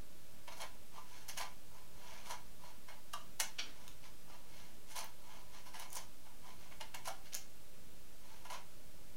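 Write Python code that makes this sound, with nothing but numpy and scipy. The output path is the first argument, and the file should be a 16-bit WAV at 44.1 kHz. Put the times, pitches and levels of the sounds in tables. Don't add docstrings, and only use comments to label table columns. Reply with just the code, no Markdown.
import sys
import numpy as np
from scipy import signal
from scipy.fft import rfft, irfft, next_fast_len
from scipy.io import wavfile
from scipy.ndimage import map_coordinates

SR = 44100
rng = np.random.default_rng(int(sys.argv[2]) if len(sys.argv) > 2 else 0)


def transcribe(signal):
    frames = np.atleast_2d(signal).T
    limited = np.clip(frames, -1, 1)
    pcm = np.round(limited * 32767).astype(np.int16)
    wavfile.write(sys.argv[1], SR, pcm)


N = 403956


def amp(db):
    return 10 ** (np.asarray(db) / 20)


def unit(x):
    return x / np.sqrt(np.mean(np.abs(x) ** 2) + 1e-20)


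def along(points, hz):
    f, value = np.transpose(points)
    return np.interp(np.log(hz + 1), np.log(f + 1), value)


def wobble(rate, size):
    knots = rng.standard_normal(int(size * rate / SR) + 4)
    return map_coordinates(knots, [np.arange(size) * rate / SR])


def filtered(x, gain):
    padded = next_fast_len(N + SR // 2)
    hz = np.fft.rfftfreq(padded, 1 / SR)
    return irfft(rfft(x, padded) * gain(hz), padded)[:N]


def resonances(modes, hz):
    power = 0
    for centre, width, db in modes:
        response = hz * width / (centre * centre - hz * hz + 1j * hz * width)
        power = power + np.abs(amp(db) * response) ** 2
    return np.sqrt(power)


def ring(gain, size=4096):
    spectrum = unit(gain(np.fft.rfftfreq(size, 1 / SR)))
    cepstrum = irfft(np.log(np.maximum(spectrum, 1e-6)))
    cepstrum[1:size // 2] *= 2
    cepstrum[size // 2 + 1:] = 0
    return irfft(np.exp(rfft(cepstrum)))


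def add(track, s, sound):
    start = max(round(s * SR), 0)
    part = track[start:start + len(sound)]
    part += sound[:len(part)]


def swell(s, rise, fall):
    first = max(int((s - 3 * rise) * SR), 0)
    last = min(int((s + 3 * fall) * SR), N)
    span = np.arange(first, last)
    t = span / SR - s
    return span, np.exp(-(t / np.where(t < 0, rise, fall)) ** 2)


def fibres(rate, scatter_db, clump_db, clump_rate):
    breaks = rng.random(N) < rate / SR
    size_db = scatter_db * rng.uniform(-1.06, 1, N) + clump_db * np.tanh(wobble(clump_rate, N))
    return unit(breaks * rng.choice([-1, 1], N) * amp(size_db))


def ambience(level_db=-60, waver_db=1.0, split_hz=400):
    # f/Hz, relative level/dB
    air_spectrum = [(12, -68), (20, -11.5), (33, -22.5), (129, -27.5), (161, -26), (266, -31), (452, -33.5),
                    (534, -35), (597, -30), (649, -36.5), (985, -41.5), (1200, -39.5), (2090, -42.5),
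                    (2400, -41), (15500, -45.5)]
    air = unit(filtered(rng.standard_normal(N), lambda hz: amp(along(air_spectrum, hz))))
    rumble = filtered(air, lambda hz: 1 / (1 + (hz / split_hz) ** 2))
    hiss = air - rumble
    return amp(level_db) * (hiss + rumble * amp(waver_db * wobble(5.1, N)))


def room(x, build_up=0.0019, count=230):
    # f/Hz, time to fall 60 dB/s
    decay_times = [(500, .3), (1000, .3), (3000, .29), (6500, .25), (12000, .21)]
    # f/Hz, level/dB
    echo_levels = [(600, -1.5), (3000, -1.5), (6500, -1.5), (9000, -5.5), (15000, -4.5)]
    echoes = np.zeros(N)
    hz, t, noise = signal.stft(rng.standard_normal((count, SR // 4)), SR, nperseg=256)
    decay = amp(-60 * t / along(decay_times, hz)[:, None])
    tails = signal.istft(noise * decay, SR, nperseg=256)[1]
    tails = tails * (1 - np.exp(-np.arange(tails.shape[1]) / SR / build_up))
    for part, tail in zip(np.array_split(np.arange(N), count), tails):
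        add(echoes, part[0] / SR, signal.fftconvolve(x[part], tail / np.linalg.norm(tail)))
    return filtered(echoes, lambda hz: amp(along(echo_levels, hz)))


def rubs(events, spectrum, grain):
    track = np.zeros(N)
    surface = ring(lambda hz: amp(along(spectrum, hz)))
    for s, rise, fall, db in events:
        span, pressure = swell(s, rise, fall)
        add(track, span[0] / SR, signal.fftconvolve(amp(db) * pressure * grain[span], surface))
    return track


def skids():
    # t/s, rise/s, fall/s, level/dB
    skid_events = [(3.589, 0.0042, 0.014, -37)]
    # f/Hz, relative level/dB
    skid_spectrum = [(300, -21), (750, -15.5), (1300, -10.5), (2150, -5), (3100, -1), (3800, -10),
                     (4500, -5.5), (5100, -14), (5800, -3.5), (6400, -16), (7700, -23), (16000, -42)]
    # t/s, rise/s, fall/s, level/dB
    rustle_events = [(3.67, 0.07, 0.049, -61.5)]
    # f/Hz, relative level/dB
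    cloth_spectrum = [(60, -5), (170, -11), (350, -2.5), (600, -15), (1500, -10), (5000, -14), (12000, -40)]
    friction = fibres(rate=9900, scatter_db=8, clump_db=3.0, clump_rate=240)
    scrape = rubs(skid_events, skid_spectrum, friction)
    return scrape + rubs(rustle_events, cloth_spectrum, rng.standard_normal(N))


def knocks(attack=0.0016):
    # t/s, level/dB
    knock_events = [(3.138, -33)]
    # f/Hz, level/dB, time to fall 60 dB/s
    knock_modes = [(980, -3, .05), (1160, 0, .035), (2900, 1, .02), (3200, -3, .016)]
    track, t = np.zeros(N), np.arange(SR // 5) / SR
    tone = sum(amp(db - 60 * t / t60) * np.sin(2 * np.pi * hz * t) for hz, db, t60 in knock_modes)
    for s, db in knock_events:
        add(track, s, amp(db) * tone * (1 - np.exp(-t / attack)))
    return track


def snaps():
    # t/s, level/dB, tilt/(dB/octave)
    snap_events = [(0.619, -28, 7), (1.2886, -23.5, 9), (1.4024, -30, 10), (2.3096, -27, -3),
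                   (3.4009, -8.5, 0), (3.4064, -12, -2), (3.8797, -27.5, -3), (4.9772, -27, 20),
                   (4.9908, -22, 12), (5.044, -28, 23), (5.7977, -23, 16), (5.904, -32, 10),
                   (5.93, -22.5, 8), (6.947, -23.5, 6), (7.3348, -23.5, -3), (7.3443, -19, 4),
                   (7.3502, -15, 4)]
    # f/Hz, relative level/dB
    chip_spectrum = [(400, -24), (1500, -11), (3200, -5), (4250, -3), (5000, -4), (5600, 1), (6300, 4),
                     (6800, 5), (7300, -3), (7900, -8), (10500, -4), (16000, -12)]
    track, t = np.zeros(N), np.arange(SR // 100) / SR
    splinters = .42 * np.exp(-t / .0008)
    for s, db, tilt_db in snap_events:
        chip = ring(lambda hz: amp(along(chip_spectrum, hz) + tilt_db * np.log2(np.clip(hz, 2000, 11000))))
        force = np.where(t == 0, 1, splinters * rng.choice([-1, 1], len(t)))
        crack = signal.fftconvolve(force, chip)
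        add(track, s, amp(db) * crack / np.linalg.norm(crack))
    return track


def bite_of(s, rise, fall, db, tilt_db, block_db):
    crackle_db = db - 2 + 1.14 * min(tilt_db, 7)
    return s, rise, fall, db, tilt_db, db + block_db, crackle_db


def contacts():
    # t/s, half length/s, rasp level/dB, tilt/(dB/octave), block over rasp/dB
    cuts = [(0.615, 0.014, -45, -2.5, 1.5), (1.411, 0.013, -42.5, -3, 1), (2.309, 0.016, -46.5, -1, 3),
            (4.987, 0.03, -48, .5, -2.5), (5.968, 0.015, -47.5, 1, -0.5), (7.078, 0.0084, -41, 0, 0.5),
            (7.349, 0.0078, -44, -1.5, -12), (8.541, .011, -49.5, -1.5, 4)]
    # t/s, fall/s, rasp level/dB, tilt/(dB/octave), block over rasp/dB
    nicks = [(0.482, 0.0077, -45.5, -7, -1.5), (1.289, 0.019, -45, 0.5, -10.5),
             (1.378, 0.013, -46.5, 2, -13), (2.887, 0.041, -54.5, -7, 0.5), (3.138, 0.0049, -43, 0, -2),
             (3.403, 0.013, -36, 1.5, -4), (4.964, 0.013, -48, 1, -1.5), (5.664, 0.026, -55.5, -1.5, -2.5),
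             (5.743, 0.045, -50.5, -2.5, -5), (5.797, 0.055, -53, -1, 0), (5.955, 0.012, -51, 18, -10),
             (6.72, .01, -52, -6.5, 0), (6.811, 0.0075, -45, -3.5, -2), (6.948, 0.01, -44.5, -7.5, -5),
             (8.454, 0.019, -54, -4.5, 0.5), (8.505, 0.026, -49, -4.5, 2)]
    # t/s, half length/s, rasp level/dB, block over rasp/dB
    passes = [(0.525, 0.016, -51, -3), (0.969, 0.035, -59, 4.5), (1.157, 0.087, -58.5, -8),
              (1.766, 0.053, -66.5, 4), (2.106, 0.12, -57, -3.5), (2.658, 0.049, -60.5, 5.5),
              (3.814, 0.083, -63.5, -3), (4.056, .023, -56.5, -5), (4.32, 0.04, -60, 1),
              (4.588, 0.094, -59.5, -10), (5.33, .09, -61.5, 0.5), (5.563, 0.042, -57.5, -5.5),
              (6.263, 0.024, -67.5, 5.5), (6.48, .045, -60, -1.5), (6.634, 0.054, -62.5, -6),
              (7.263, 0.017, -57, -11), (8.318, 0.092, -62.5, -4.5)]
    for s, half, db, tilt_db, block_db in cuts:
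        lead, drag = 1.04 * half, 0.76 * half
        yield bite_of(s - 2.5 * half, lead, lead, db - 8, tilt_db, block_db - 4.5)
        yield bite_of(s, half, half, db, tilt_db, block_db)
        yield bite_of(s + 1.69 * half, drag, drag, db - 7, tilt_db - 6.5, block_db + 1)
    nick_rise = 0.0061
    for s, fall, db, tilt_db, block_db in nicks:
        yield bite_of(s, nick_rise, fall, db, tilt_db, block_db)
    pass_tilt_db, pass_crackle_db = -1.8, -9.5
    for s, half, db, block_db in passes:
        yield s, half, half, db, pass_tilt_db, db + block_db, db + pass_crackle_db


def strokes():
    # f/Hz, width/Hz, level/dB
    block_modes = [(657, 66, -3.5), (784, 17, 0.5), (883, 26, 4.5), (986, 48, 5.5), (1180, 19, -3),
                   (1396, 61, -4.5)]
    # f/Hz, width/Hz, level/dB
    blade_modes = [(1658, 110, 10), (2171, 143, 13), (2450, 40, -26), (2820, 99, 1), (3080, 69, -7),
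                   (4140, 37, -7), (4220, 91, 5.5), (4400, 40, -1), (5570, 86, 4.5), (6240, 74, 5),
                   (6610, 60, -20), (6800, 60, -16)]
    # f/Hz, relative level/dB
    rasp_spectrum = [(300, -33), (600, -2.5), (1300, -5), (2300, -5), (3200, 3.5), (3700, -2), (4400, -0.5),
                     (5100, -1.5), (6600, -0.5), (7100, -7.5), (7700, -18), (16000, -19)]
    # f/Hz, relative level/dB
    crackle_spectrum = [(2000, -29), (6000, -0.5), (7700, -6.5), (10300, -0.5), (13000, -9), (16000, -14)]
    track = np.zeros(N)
    rasp = fibres(rate=6000, scatter_db=5.0, clump_db=6.5, clump_rate=420)
    push = fibres(rate=6000, scatter_db=1.5, clump_db=5.5, clump_rate=200)
    crackle = fibres(rate=5000, scatter_db=10.5, clump_db=4.5, clump_rate=500)
    radiation = [(200, -19), (450, -2.5), (600, -2.0), (1300, -4.5), (3000, -12.0)]  # f/Hz, level/dB
    block = ring(lambda hz: resonances(block_modes, hz) * amp(along(radiation, hz)))
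    shaving = ring(lambda hz: amp(along(crackle_spectrum, hz)))

    for s, rise, fall, rasp_db, tilt_db, block_db, crackle_db in contacts():
        span, bite = swell(s, rise, fall)

        def edge_gain(hz):
            tilt = tilt_db * np.log2(np.clip(hz, 2200, 7000))
            return amp(along(rasp_spectrum, hz) + tilt) * np.hypot(1, resonances(blade_modes, hz))

        edge = ring(edge_gain)
        layers = (rasp, edge, rasp_db), (push, block, block_db), (crackle, shaving, crackle_db)
        for force, body, db in layers:
            add(track, span[0] / SR, signal.fftconvolve(amp(db) * bite * force[span], body))
    rubbing = amp(-81.5 + 2.9 * wobble(9.1, N)) * push
    return track + signal.fftconvolve(rubbing, block)[:N]


def scene():
    carving = amp(-4) * strokes() + skids() + knocks()
    work = carving + snaps()
    return (work + room(work) + ambience())[None]


def record(dry):
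    top_hz, offset = 15850, .0118
    return filtered(dry[0], lambda hz: hz < top_hz)[None] + offset


dry = scene()
out = record(dry)
transcribe(out)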